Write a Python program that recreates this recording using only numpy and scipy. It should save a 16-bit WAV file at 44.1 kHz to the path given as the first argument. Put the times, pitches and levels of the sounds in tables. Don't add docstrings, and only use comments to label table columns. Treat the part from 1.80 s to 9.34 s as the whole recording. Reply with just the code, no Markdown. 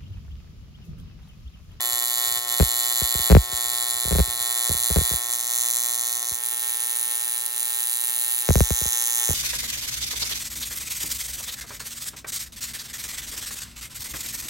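import sys
import numpy as np
from scipy import signal
from scipy.fft import rfft, irfft, next_fast_len
from scipy.io import wavfile
from scipy.ndimage import uniform_filter1d

SR = 44100
rng = np.random.default_rng(int(sys.argv[2]) if len(sys.argv) > 2 else 0)


def bounce(signal):
    frames = np.transpose(np.atleast_2d(signal))
    limited = np.clip(frames, -1, 1)
    pcm = np.round(limited * 32767).astype(np.int16)
    wavfile.write(sys.argv[1], SR, pcm)


N = 332514
IGNITION_HZ, FIRST_IGNITION_S = 119.878, .00731

# frequency in Hz, relative level in dB.
CRACK_SPECTRUM = [(300, -42.5), (2900, -12.5), (3600, -14), (4000, -3.5), (5400, -23), (6200, -9.5),
                  (8300, -4.5), (9400, -4), (10700, 1), (12000, -3.5), (13000, 3), (13600, -2), (14400, -4),
                  (15600, -3.5)]
# time in seconds, lower rasp resonance in dB
# relative to the upper, sizzle frequency in Hz, relative sizzle level in dB.
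GAP_RESONANCES = [(0, -25, 11460, 4), (1.4, -20.5, 11250, -1), (2.1, -19, 10580, 5), (2.8, -4, 10050, 5.5),
                  (3.7, 0, 9980, 4), (5.2, 8.5, 9960, 8), (6.5, 6, 9920, 4), (7.5, 4.5, 10000, 4.5)]
# time in seconds, then relative levels in dB of the
# treble, of its 4 kHz edge and of its 7 kHz rasp.
ARC_DRIFT = [(0, -27.5, -5.5, -9), (.5, -26, -4.5, -7.5), (1.45, -25, -4, -9), (1.8, -28.5, -4, -7),
             (2.4, -28, -3.5, -8.5), (3.3, -25, -7.5, -12), (3.45, -26.5, -9.5, -9), (3.9, -26, -10.5, -10),
             (4.52, -30, -10, -12), (4.6, -29, -21, -18.5), (5.6, -28.5, -16, -24), (6.58, -25.5, -20, -27),
             (6.7, -27.5, -10, -11.5), (7.54, -25, -21, -10.5)]
# start in seconds, time in the pool in seconds, dip in dB.
ROD_DABS = [(.575, 0.1, 6), (1.52, 0.19, 6), (2.415, .16, 3), (3.365, .13, 4), (3.54, 0.15, 3.5),
            (4.36, 0.11, 1.5), (4.55, 0.075, 3.5), (5.61, 0.14, 3.5), (6.615, 0.048, 3.5),
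            (6.84, 0.065, 1.5)]
# time in seconds, change of level in dB.
ARC_SPITS = [(.758, -5), (1.717, 5), (3.528, 1.5), (4.062, 3), (4.246, 0), (4.329, 3.5), (4.637, 3),
             (4.663, 5.5), (5.663, 7.5), (5.763, 3.5)]
# time in seconds, position from 0 to 1, buzz gain in dB.
TORCH_TRAVEL = [(0, 0.07, 2.5), (1.4, 0.09, 3), (2.2, 0.2, 2.5), (3.3, 0.2, 2), (3.6, 0.24, -0.5),
                (4.5, 0.2, -2), (4.62, 0.86, -1), (6.6, 1, -4.5), (6.72, 0.86, 0), (7.5, 0.86, 2)]
# harmonic number, relative level in dB at torch
BUZZ_HARMONICS = [(1, -67, -72), (2, -70.5, -75), (3, -56, -61), (4, -59.5, -55.5), (5, -54, -67.5),
                  (6, -46.5, -59), (7, -51.5, -47), (8, -56.5, -56.5), (9, -43.5, -51), (10, -58.5, -68),
                  (11, -49, -49.5), (12, -56.5, -58.5), (13, -62.5, -55), (14, -82, -51.5),
                  (15, -43.5, -41.5), (16, -43.5, -47.5), (17, -95, -71), (18, -48.5, -47.5),
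                  (19, -50.5, -49), (21, -52.5, -51.5), (22, -90, -47), (23, -85, -37.5), (25, -36, -82),
                  (26, -49.5, -36), (27, -65, -46), (29, -31, -33.5), (30, -37, -39)]
# time in seconds, relative level in dB,
# half cycles until the rebound (0 for none).
ARC_SPUTTERS = [(.8, 4.5, 1), (.825, -2, 0), (1.217, -8, 0), (1.35, -10, 0), (1.392, -18, 0), (1.5, 5, 1),
                (1.517, 7.5, 1), (1.55, 12, 2), (1.726, -18, 0), (2.251, -12, 3), (2.31, -4.5, 1),
                (2.326, -2.5, 0), (2.351, -3, 1), (2.385, 0, 1), (2.401, 1, 0), (2.477, -22, 0),
                (2.893, -7.5, 2), (2.944, -17, 0), (3.102, -7.5, 1), (3.16, 1.5, 1), (3.185, -4, 0),
                (3.21, -8, 0), (3.311, -11.5, 3), (4.513, -23, 0), (6.689, 5.5, 2), (6.756, 5, 0),
                (6.773, -10, 1), (6.806, 6.5, 0), (6.906, -1, 0), (7.014, -12, 5), (7.49, -5.5, 2)]
# frequency in Hz, relative level in dB.
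THUMP_SPECTRUM = [(15, -28), (35, -19), (50, -1.5), (68, 0.5), (95, -4.5), (125, -6.5), (170, -7.5),
                  (290, -21), (430, -12.5), (650, -21.5), (1000, -26.5), (2000, -29), (4000, -48),
                  (8000, -50)]
# frequency in Hz, arrival in milliseconds.
THUMP_GROUP_DELAY = [(30, 18.9), (65, 22.5), (100, 12.2), (140, 7.9), (200, 5.9), (300, 3.65), (500, 1.94),
                     (900, 0.072), (3000, 0.1)]
# nominal delay in milliseconds, amplitude ratio.
NEAR_REFLECTIONS = [(0.202, 0.19), (0.559, 0.11), (1.1, 0.023), (2.5, 0.33)]
# frequency in Hz, relative spectral density in dB.
AIR_SPECTRUM = [(20, -118), (38, -101), (58, -85), (100, -100), (200, -92.5), (450, -94), (900, -94.5),
                (1900, -90.5), (2600, -86.5), (4000, -84.5), (7000, -85), (10000, -85), (15500, -112)]
# frequency in Hz, lead of the left in radians.
PORT_PHASE = [(0, 0), (70, .3), (150, 1.1), (280, 1.7), (500, 1.4), (720, .9), (1100, .7), (2400, .7),
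              (2800, 2.2), (3600, 2.2), (4200, 1), (6000, 0), (22050, -20.6)]


def cracks(times, scatter_db=1.14, jitter_us=2, fizz=0.29, fizz_ms=1.0, gain_db=29.0, size=512):
    hz, lead = bins(size), size // 8
    jitter, scatter, rasp_scatter = rng.standard_normal((len(times), 3)).T
    treble_db, edge_db, rasp_db = arc_levels(times)
    lower_db, sizzle_hz, sizzle_db = curve(GAP_RESONANCES, times)
    position, _ = curve(TORCH_TRAVEL, times)
    rasp_db = rasp_db + 8 + 0.74 * rasp_scatter
    power = (undb(over_pitch(CRACK_SPECTRUM, hz)) ** 2
             + resonance(hz, 4230 - 300 * position, 730, edge_db + 8)
             + resonance(hz, 6390, 980, rasp_db + lower_db)
             + resonance(hz, 7270, 1300, rasp_db)
             + resonance(hz, sizzle_hz, 1190, sizzle_db))
    late_s = times * SR % 1 / SR + jitter_us * jitter / 1e6
    click = np.exp(-2j * np.pi * hz * late_s[:, None])
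    fade = np.exp(-np.arange(size) / SR * 1000 / fizz_ms)
    burst = fizz * rfft(rng.standard_normal((len(times), size)) * fade / np.linalg.norm(fade))
    spectra = (click + burst) * np.sqrt(power) * reflection_comb(times, hz)
    pulses = np.roll(irfft(spectra), lead, axis=1)
    strength = undb(treble_db + gain_db + scatter_db * scatter + per_ignition(ARC_SPITS, times))
    return place(times - lead / SR, pulses * strength[:, None])


def arc_levels(times, attack_s=0.023, release_s=0.033):
    treble_db, edge_db, rasp_db = curve(ARC_DRIFT, times)
    for start, hold_s, depth_db in ROD_DABS:
        entering = (times - start) / attack_s
        leaving = 1 - (times - start - hold_s) / release_s
        treble_db = treble_db - depth_db * np.clip(np.minimum(entering, leaving), 0, 1)
    return treble_db, edge_db, rasp_db


def resonance(hz, centre_hz, width_hz, peak_db):
    detuning = 2 * (hz - np.reshape(centre_hz, (-1, 1))) / width_hz
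    return undb(peak_db)[:, None] ** 2 / (1 + detuning ** 2) ** 2


def buzz(smear_hz=2300, waver_db=1.57, follow_hz=5000, reference_db=-11.5):
    t = np.arange(N) / SR
    position, torch_db = curve(TORCH_TRAVEL, t)
    treble_db, _, _ = arc_levels(t)
    tone = 0
    for harmonic, first_db, last_db in BUZZ_HARMONICS:
        hz = round(harmonic) * IGNITION_HZ
        db = first_db + position * (last_db - first_db) + (treble_db - reference_db) * hz / follow_hz
        smear = hz / smear_hz * rng.standard_normal()
        tone = tone + undb(db) * np.cos(2 * np.pi * hz * (t - FIRST_IGNITION_S) + smear)
    return np.sqrt(2) * tone * undb(torch_db + waver_db * wander(70))


def thumps(times, gain_db=36.0, phase_rad=2.6, right_db=-10, size=8192):
    hz = bins(size)
    lag = 2 * np.pi * np.cumsum(over_pitch(THUMP_GROUP_DELAY, hz)) / 1000 * hz[1]
    left = undb(over_pitch(THUMP_SPECTRUM, hz) + gain_db) * np.exp(1j * (phase_rad - lag))
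    right = left * undb(over_pitch([(400, 0), (820, right_db)], hz))
    sweeps = irfft(np.array([left, right]))[:, :size // 2]
    impulses = place(times, sputter_impulses(times)[:, None])
    return signal.fftconvolve(impulses[None], sweeps, axes=1)[:, :N]


def sputter_impulses(times, rebound_db=-1.5, murmur=0.0043):
    outward = [(start, undb(db)) for start, db, _ in ARC_SPUTTERS]
    back = [(start + round(wait) / IGNITION_HZ, undb(db + rebound_db))
            for start, db, wait in ARC_SPUTTERS if round(wait)]
    _, edge_db, _ = arc_levels(times)
    chance = rng.standard_normal(len(times))
    stray = murmur * undb(2 * (edge_db - edge_db.max())) * chance * abs(chance)
    return per_ignition(outward, times) - per_ignition(back, times) + stray


def reflection_comb(times, hz, stretch=0.06, tremor=0.031):
    position, _ = curve(TORCH_TRAVEL, times)
    path_scale = 1 + stretch * (position - .5) + tremor * wander(3.15)[(times * SR).astype(int)]
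    return 1 + sum(gain * np.exp(-2j * np.pi * hz * path_scale[:, None] * ms / 1000)
                   for ms, gain in NEAR_REFLECTIONS)


def reverberate(direct, clutter=0.51, clutter_ms=0.93, room=0.13, room_t60_s=0.28):
    t = np.arange(SR // 3) / SR
    near = np.exp(-t * 1000 / clutter_ms)
    far = np.exp(-np.log(1000) * t / room_t60_s)
    envelope = np.hypot(clutter * near / np.linalg.norm(near), room * far / np.linalg.norm(far))
    response = port_noise(len(t)) * envelope
    return direct + signal.fftconvolve(direct[None], response, axes=1)[:, :N]


def gas_and_air(swell_db=1):
    colour = undb(over_pitch(AIR_SPECTRUM, bins(N))) * np.sqrt(SR / 2)
    hiss = irfft(rfft(port_noise(N)) * colour, N)
    return hiss * undb(swell_db * wander(1.41))


def port_noise(size):
    noise = rng.standard_normal((3, size))
    return noise[0] + noise[1:]


def undb(db):
    return 10 ** (np.asarray(db) / 20)


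def curve(table, at):
    key, *columns = np.transpose(table)
    return [np.interp(at, key, column) for column in columns]


def over_pitch(table, hz):
    points, values = np.transpose(table)
    return np.interp(np.log(np.maximum(hz, 1)), np.log(points), values)


def bins(size):
    return np.fft.rfftfreq(size, 1 / SR)


def wander(rate_hz):
    hold = int(SR / rate_hz)
    steps = np.repeat(rng.standard_normal(N // hold + 1), hold)
    return uniform_filter1d(uniform_filter1d(steps, hold), hold)[:N]


def per_ignition(events, times):
    values = np.zeros(len(times))
    for start, value in events:
        values[np.argmin(abs(times - start))] += value
    return values


def place(times, sounds):
    index = (times * SR).astype(int)[:, None] + np.arange(sounds.shape[1])
    return np.bincount(index.ravel(), sounds.ravel(), N)[:N]


def scene():
    ignitions = np.arange(FIRST_IGNITION_S, N / SR, 1 / IGNITION_HZ)
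    left, right = reverberate(cracks(ignitions)) + buzz() + thumps(ignitions) + gas_and_air()
    size = next_fast_len(N + SR // 10)
    lag, = curve(PORT_PHASE, bins(size))
    right = irfft(rfft(right, size) * np.exp(-1j * lag), size)[:N]
    return np.array([left, right])


def record(dry):
    ceiling, cutoff_hz = .95, 15900
    rounded = dry / (1 + (dry / ceiling) ** 6) ** (1 / 6)
    return signal.sosfilt(signal.ellip(10, .2, 80, cutoff_hz, fs=SR, output="sos"), rounded)


dry = scene()
out = record(dry)
bounce(out)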